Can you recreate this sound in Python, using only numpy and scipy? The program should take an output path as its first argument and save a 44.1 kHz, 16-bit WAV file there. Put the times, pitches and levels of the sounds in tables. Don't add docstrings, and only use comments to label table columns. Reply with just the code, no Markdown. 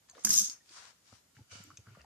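import sys
import numpy as np
from scipy import signal
from scipy.fft import rfft, irfft
from scipy.io import wavfile
from scipy.ndimage import uniform_filter1d

SR = 44100
rng = np.random.default_rng(int(sys.argv[2]) if len(sys.argv) > 2 else 0)


def decibels_to_gain(level_db):
    exponent = np.asarray(level_db, float) / 20
    return 10 ** exponent


def waveform_to_disk(signal):
    frames = np.transpose(np.atleast_2d(signal))
    scaled = np.clip(frames, -1, 1) * 32767
    samples = np.round(scaled).astype(np.int16)
    wavfile.write(sys.argv[1], SR, samples)


N = 90404
T = np.arange(N) / SR


def unit(x):
    return x / np.sqrt(np.mean(x ** 2))


def butter(x, order, hz, kind="low"):
    return signal.sosfilt(signal.butter(order, hz, kind, fs=SR, output="sos"), x)


def smooth_low(x, order, hz):
    return signal.sosfiltfilt(signal.butter(order, hz, fs=SR, output="sos"), x)


def colour(x, points):
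    hz, db = np.array(points).T
    bins_hz = np.arange(1, 1026) * SR / 2048
    cepstrum = irfft(np.interp(np.log(bins_hz), np.log(hz), db) * np.log(10) / 20)
    cepstrum[1:1024] *= 2
    cepstrum[1025:] = 0
    impulse = irfft(np.exp(rfft(cepstrum)))[:1024]
    return signal.fftconvolve(x, np.atleast_2d(impulse), axes=-1)[:, :N]


def mode(x, hz, t60_s):
    pole = np.exp((2j * np.pi * hz - np.log(1000) / t60_s) / SR)
    return signal.lfilter([1], [1, -pole], x).imag


def side(pan_db):
    return decibels_to_gain(np.array([[pan_db], [-pan_db]]) / 2)


def ports(x, pan_db):
    lag_s, size = 7.5e-5, 2 ** 17
    bins_hz = np.arange(size // 2 + 1) * SR / size
    late = irfft(rfft(x, size) * np.exp(-2j * np.pi * bins_hz * lag_s))[:N]
    return np.array([late, x]) * side(pan_db)


def grains(per_s, spread_db, channels):
    when, sign, size = rng.random((3, channels, N))
    return unit((when < per_s / SR) * np.sign(sign - .5) * decibels_to_gain(-spread_db * np.log(1 - size)))


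def curve(rows, index):
    return np.interp(T, [r[0] for r in rows], [r[index] for r in rows], -120, -120)


def burst(s, length_s, noise):
    peak_s = s + length_s
    return noise * np.exp(-np.abs(T - peak_s) / np.where(T < peak_s, length_s / 3, length_s))


def tile():
    # (time [s], peak [dB], left-right [dB], length [s])
    knocks = [(0.2465, -21.5, -8.5, 0.0025), (0.2481, -31.5, -7, 0.0025), (0.265, -32, 1, 0.0045),
              (0.2909, -22, -6.5, 0.0016), (0.3033, -23.5, -1, 0.0017), (0.3083, -29.5, 9, 0.0019),
              (0.3165, -36, 11, 0.0016), (0.328, -28, -7, 0.0017), (0.3363, -23.5, -2, 0.0029),
              (0.349, -33, 0, 0.0022), (0.358, -28, 6, 0.001), (0.3751, -21.5, 1.7, 0.0018),
              (0.384, -22, 1.5, 0.0012), (0.3926, -27, -3.5, 0.003), (0.407, -32, -4, 0.0023),
              (0.416, -29, -4.5, 0.0018), (0.4405, -33, -2.5, 0.003), (0.4885, -52, -4, 0.0008),
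              (0.502, -49, 3, 0.0014)]
    # (time [s], pressure [dB], drag on the wood [dB])
    slide = [(.19, -62.5, -71), (.247, -69, -84), (.255, -43, -52), (.285, -39.5, -54.5), (.32, -32, -46),
             (.4, -33, -60), (.425, -37, -62), (.46, -39.5, -62.5), (.53, -52.5, -62.5), (.6, -88, -78.5)]
    # (frequency [Hz], level [dB], t60 [s], left-right [dB])
    tile_modes = [(3720, -15, 0.042, 11.5), (4270, -13.5, 0.017, 11.5), (5447, -0.5, 0.055, 10),
                  (6458, 6.5, 0.065, 6), (7360, -15, 0.049, -17.5), (9700, -4.5, 0.0018, -18),
                  (13050, -4.5, 0.0096, -2), (13170, -4, 0.014, -7)]
    # (frequency [Hz], level [dB])
    scrape = [(1500, -71.5), (3000, -18.5), (4500, -8), (6300, 5.5), (9000, -5), (11800, -21.5), (13100, 0),
              (13900, -27.5), (15000, -28.5)]
    # (frequency [Hz], level [dB])
    drag = [(150, -14), (500, -0.5), (1400, 11), (3000, 6.5), (5000, -23)]
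    stutter_per_s, stutter_db = 200, 1.5
    chatter_db, scrape_db, knock_db, crack_db = 0.5, 0.5, 6.5, 2.5
    t60_cap_s, flips_hz = .024, 10000
    dulls_db_per_db = 5.8

    hold = int(SR / stutter_per_s)
    steps = np.repeat(rng.standard_normal(N // 50), hold)[:N]
    stutter = decibels_to_gain(stutter_db * uniform_filter1d(steps, hold // 2))
    chatter = grains(per_s=4500, spread_db=2.5, channels=3)
    noise = ports(rng.standard_normal(N), 0)

    def ring(x):
        out = 0
        for hz, db, t60_s, pan_db in tile_modes:
            lobes = np.sign([[1], [flips_hz - hz]])
            out = out + decibels_to_gain(db) * side(pan_db) * lobes * mode(x, hz, min(t60_s, t60_cap_s))
        return out

    hits = sum(decibels_to_gain(db) * side(pan_db) * burst(s, length_s, noise) for s, db, pan_db, length_s in knocks)

    rough = ports(chatter[0], 0) + 1.15 * chatter[1:]
    pressure_db = curve(slide, index=1)
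    slid = rough * decibels_to_gain(pressure_db) * stutter
    dull = smooth_low(slid, 2, 9000)
    slid = dull + (slid - dull) * decibels_to_gain(dulls_db_per_db * (pressure_db - pressure_db.max()))

    rings = ring(slid * decibels_to_gain(chatter_db) + hits * decibels_to_gain(knock_db)) / np.std(ring(noise))
    rings = butter(rings, 3, 3000, "high")
    broad = colour(slid * decibels_to_gain(scrape_db) + hits * decibels_to_gain(crack_db), scrape) / np.std(colour(noise, scrape))
    wood = unit(colour(rough, drag)) * decibels_to_gain(curve(slide, index=2)) * stutter[::-1]
    return rings + broad + wood


def table():
    # (frequency [Hz], level [dB], t60 [s], left-right unlikeness [ratio])
    table_modes = [(166.3, -17, 0.17, -0.14), (207, 0.5, 0.11, -0.18), (300, -5, 0.042, 0.27),
                   (504, -11.5, 0.037, 1.1), (820, -19, 0.0065, -0.7), (1340, -6, 0.022, 0.018)]
    # (time [s], peak [dB])
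    pushes = [
        (.248, -22),
        (.251, -29.5),
        (.27, -27.5),
        (.294, -25),
        (.311, -28),
        (0.33, -35),
    ]
    push_db, hum_db, hum_end_s, hum_fade_s = -15, -53.5, 0.448, 0.021
    x = np.zeros(N)
    for s, db in pushes:
        x[int(s * SR)] = decibels_to_gain(db + push_db)
    hum = unit(mode(mode(rng.standard_normal(N), 212.5, 0.12), 272, 0.011))
    hum = hum * np.clip(np.minimum(T - pushes[0][0], hum_end_s - T) / hum_fade_s, 0, 1)
    out = decibels_to_gain(hum_db) * hum
    for hz, db, t60_s, unlike in table_modes:
        out = out + decibels_to_gain(db) * (1 + unlike * np.array([[1], [-1]])) * mode(x, hz, t60_s)
    return out


def ticks():
    # (time [s], peak [dB], frequency [Hz], t60 [s])
    tick_events = [(0.248, -39, 817, 0.0037), (.097, -41.5, 6960, 0.016), (0.096, -50.5, 4440, 0.0094),
                   (.111, -50, 6270, 0.023), (0.605, -61.5, 1845, 0.04), (1.125, -54, 1260, 0.028),
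                   (1.366, -53.5, 1630, 0.013), (1.365, -62.5, 2900, 0.0091), (1.384, -66, 852, 0.09),
                   (1.512, -58, 1450, 0.031), (1.637, -43.5, 7190, 0.017), (1.638, -42.5, 12300, 0.0061),
                   (1.703, -43, 1160, 0.019), (1.713, -50.5, 1300, 0.01), (1.771, -42, 6290, 0.02),
                   (1.772, -48, 5440, 0.021), (1.771, -52.5, 3640, 0.016), (1.771, -51.5, 2456, 0.02),
                   (1.783, -65.5, 6000, 0.011), (0.4957, -37, 6330, 0.017), (1.868, -46.5, 1360, 0.0079),
                   (1.949, -55, 1180, 0.039), (2.014, -49, 4850, 0.0035), (2.044, -45, 930, 0.0063)]
    crack_db = 3.5
    noise, out = rng.standard_normal(N), 0
    for s, db, hz, t60_s in tick_events:
        u = np.clip(T - s, 0, None)
        ring = np.sin(2 * np.pi * hz * u) * decibels_to_gain(-60 * u / t60_s) * (1 - np.exp(-u / 0.0024)) * 2
        crack = mode(mode(burst(s, 0.0014, noise), hz, 8 / hz), hz, 8 / hz)
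        crack = np.gradient(np.gradient(crack)) * 0.11 * np.sqrt(SR / hz) * 0.61
        out = out + decibels_to_gain(db) * (ring + decibels_to_gain(crack_db) * crack)
    return np.array([np.roll(out, 1), out])


def scuffs():
    # (start [s], length [s], level [dB], frequency [Hz], width [Hz])
    scuff_events = [(.088, 0.025, -70.5, 1760, 250), (.09, 0.048, -71, 1110, 304),
                    (0.131, 0.024, -66, 700, 200), (.148, 0.015, -60, 1430, 790),
                    (0.149, .008, -67, 3600, 500), (0.155, 0.041, -58.5, 520, 197),
                    (.178, 0.024, -57.5, 526, 297), (0.176, 0.014, -56, 1170, 250),
                    (0.179, 0.027, -67, 2000, 350), (.267, 0.011, -40.5, 1520, 899),
                    (0.298, 0.029, -59, 646, 500), (0.481, 0.031, -63, 268, 147),
                    (0.4976, 0.0035, -34, 5160, 2400), (0.69, 0.0073, -55.5, 4330, 2440),
                    (0.736, 0.21, -62.5, 1320, 700), (0.346, 0.094, -55.5, 1460, 500),
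                    (0.246, 0.012, -46, 1460, 2000), (.298, 0.017, -45.5, 1700, 1500),
                    (1.118, .03, -65, 686, 503), (1.772, 0.0059, -53.5, 2640, 3000),
                    (1.868, 0.0053, -62.5, 1500, 1200), (2.04, 0.01, -66, 1800, 1500),
                    (1.509, 0.1, -67, 550, 118), (1.647, 0.098, -64, 290, 119), (1.86, .06, -64, 1440, 600),
                    (1.915, 0.053, -74, 2450, 604), (1.95, 0.02, -63, 1500, 905),
                    (1.964, 0.087, -62, 580, 235), (1.978, 0.039, -64, 1300, 350),
                    (1.993, 0.028, -64, 1830, 300), (1.996, 0.027, -65.5, 2730, 400)]
    g = grains(per_s=3000, spread_db=4.9, channels=3)
    rough = g[0] + 0.7 * g[1:]
    out = np.zeros((2, N))
    for s, length_s, db, hz, width_hz in scuff_events:
        a, b = int(s * SR), min(int((s + length_s) * SR), N)
        t60_s = 2.2 / width_hz
        x = np.diff(rough[:, a - 2001:b])
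        rung = mode(mode(x, hz, t60_s), hz, t60_s)[:, 2000:]
        out[:, a:b] += decibels_to_gain(db) * unit(rung) * np.sin(np.pi * np.linspace(0, 1, b - a) ** 0.62)
    return out


def rubs():
    # (start [s], rise [s], hold [s], fall [s], level [dB])
    rub_events = [
        (0.083, 0.0047, 0.0095, 0.029, -62.5),
        (0.127, 0.024, 0.14, 0.033, -61),
        (0.637, 0.088, 0.047, 0.093, -55),
        (0.741, 0.025, 0.12, 0.068, -57),
        (1.021, 0.059, 0.072, 0.094, -62),
        (1.344, 0.0092, 0.031, 0.1, -69.5),
        (1.494, 0.022, 0.037, 0.2, -53),
        (1.828, 0.062, 0.13, 0.026, -78),
    ]
    # (tilt [dB], left-right [dB])
    rub_colours = [(-6.5, 6), (-5.5, 1.5), (0, 1.5), (-6, 6), (-2.5, 5), (-4, 1.5), (-1.5, 0.5), (-14.5, 3)]
    # (frequency [Hz], level [dB])
    cloth_spectrum = [(200, -40), (500, -15), (1300, -5.5), (2200, -6.5), (5200, -0.5), (8500, -8),
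                      (10500, -13.5), (13000, -61)]
    # (frequency [Hz], level [dB], t60 [s])
    rub_modes = [(1400, -7, .03), (2300, -9, .02), (2950, -7, .025), (4700, -7, .02), (6000, -7, .025)]
    range_db, hands_on_tiles_s = 19, 1.3
    bounce_s, bounce_db = 0.00014, -15

    g = grains(per_s=9000, spread_db=3, channels=3)
    cloth = unit(colour(ports(g[0], 0) + 3.9 * g[1:], cloth_spectrum))
    cloth = cloth + decibels_to_gain(bounce_db) * np.array([np.interp(T - bounce_s, T, c) for c in cloth])
    rung = sum(decibels_to_gain(db) * unit(mode(mode(cloth, hz, t60_s), hz, t60_s / 2)) for hz, db, t60_s in rub_modes)
    cloth = cloth + (T > hands_on_tiles_s) * rung
    low = smooth_low(cloth, 1, 2600)
    out = 0
    for (s, rise_s, hold_s, fall_s, db), (tilt_db, pan_db) in zip(rub_events, rub_colours):
        end_s = s + rise_s + hold_s + fall_s
        shape = np.clip(np.minimum((T - s) / rise_s, (end_s - T) / fall_s), -2, 1)
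        tilted = low * decibels_to_gain(-tilt_db) + (cloth - low) * decibels_to_gain(tilt_db)
        out = out + decibels_to_gain(db + range_db * (shape - 1)) * side(pan_db) * tilted
    return out


def thuds():
    # (time [s], peak [dB], frequency [Hz], length [s])
    thud_events = [(0.705, -62.5, 324, 0.015), (1.122, -54, 100, 0.029), (1.126, -55, 234, 0.014),
                   (1.368, -53.5, 123, 0.026), (1.391, -54, 248, 0.015), (1.405, -48.5, 110, 0.023),
                   (1.517, -52.5, 96.4, 0.044), (1.555, -56, 100.7, 0.12), (1.552, -52, 210, 0.01),
                   (1.6, -48.5, 181, 0.017), (1.646, -60, 285, 0.018), (1.667, -60.5, 95, 0.091),
                   (1.726, -56, 140, 0.02), (1.786, -49, 102, 0.026), (1.868, -50.5, 111.5, 0.044),
                   (1.876, -56, 204, 0.018), (1.907, -52, 114.6, 0.052), (1.971, -52.5, 171, 0.019),
                   (1.99, -58, 70.3, 0.077)]
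    roughness = 0.25
    skin = unit(butter(rng.standard_normal((2, N)), 2, [60, 400], "band"))
    swings = 0
    for s, db, hz, length_s in thud_events:
        v = np.clip((T - s) / length_s, 0, 1)
        swings = swings + decibels_to_gain(db) * np.sin(2 * np.pi * hz * v * length_s) * np.sin(np.pi * np.sqrt(v))
    return (1 + roughness * (skin + skin[0]) / 2) * swings


def air():
    # (frequency [Hz], level [dB])
    air_spectrum = [(18, -45), (30, -38), (92, -2), (563, -13), (641, -13), (2170, -15.5), (2410, -17),
                    (7160, -15.5), (14800, -22)]
    # (frequency [Hz], level [dB])
    whines = [(6958, -80.5), (7016, -83.5)]
    air_db, alike_hz = -68.5, 324
    n = rng.standard_normal((3, N))
    low = butter(n[0], 2, alike_hz)
    high = butter(n[1:], 2, alike_hz, "high")
    whine = sum(decibels_to_gain(db - 1.5) * np.sin(2 * np.pi * hz * T) for hz, db in whines)
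    return unit(colour(low + high, air_spectrum)) * decibels_to_gain(air_db) + whine


def room(x):
    t60_s, gap_s = .22, .003
    t = T[:SR // 2]
    tail = rng.standard_normal((2, len(t))) * decibels_to_gain(-60 * t / t60_s) * (t > gap_s)
    return signal.fftconvolve(x, tail / np.sqrt(np.sum(tail ** 2) / 2), axes=-1)[:, :N]


def scene():
    room_db, wood_room_db = -10, -6
    near = tile() + ticks() + rubs() + scuffs()
    wood = table() + thuds()
    return near + wood + decibels_to_gain(room_db) * room(near + decibels_to_gain(wood_room_db) * wood) + air()


def mute_bands(x):
    gap_db, rare, often, faint_top_hz = -22, 1.85, .85, 9800
    f, _, z = signal.stft(x, SR, nperseg=1024)
    hz = f[:, None]
    power = uniform_filter1d(np.mean(np.abs(z) ** 2, axis=0), size=8, axis=0)
    faint = (hz > faint_top_hz) & (power < 4 * np.median(power, axis=1, keepdims=True))
    chance = uniform_filter1d(rng.standard_normal(power.shape), size=3, axis=0)
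    chance = unit(uniform_filter1d(chance, size=4, axis=1))
    gaps = (chance > np.where(faint, often, rare)) & (hz > 800)
    return signal.istft(z * np.where(gaps, decibels_to_gain(gap_db), 1), SR, nperseg=1024)[1][:, :N]


def roll_off(x):
    return signal.sosfilt(signal.butter(12, 15100, fs=SR, output="sos"), x)


def record(dry):
    x = butter(dry, 3, 62, "high")
    x = signal.sosfilt(signal.ellip(8, 1, 70, 14350, fs=SR, output="sos"), x)
    return roll_off(mute_bands(x))


dry = scene()
out = record(dry)
waveform_to_disk(out)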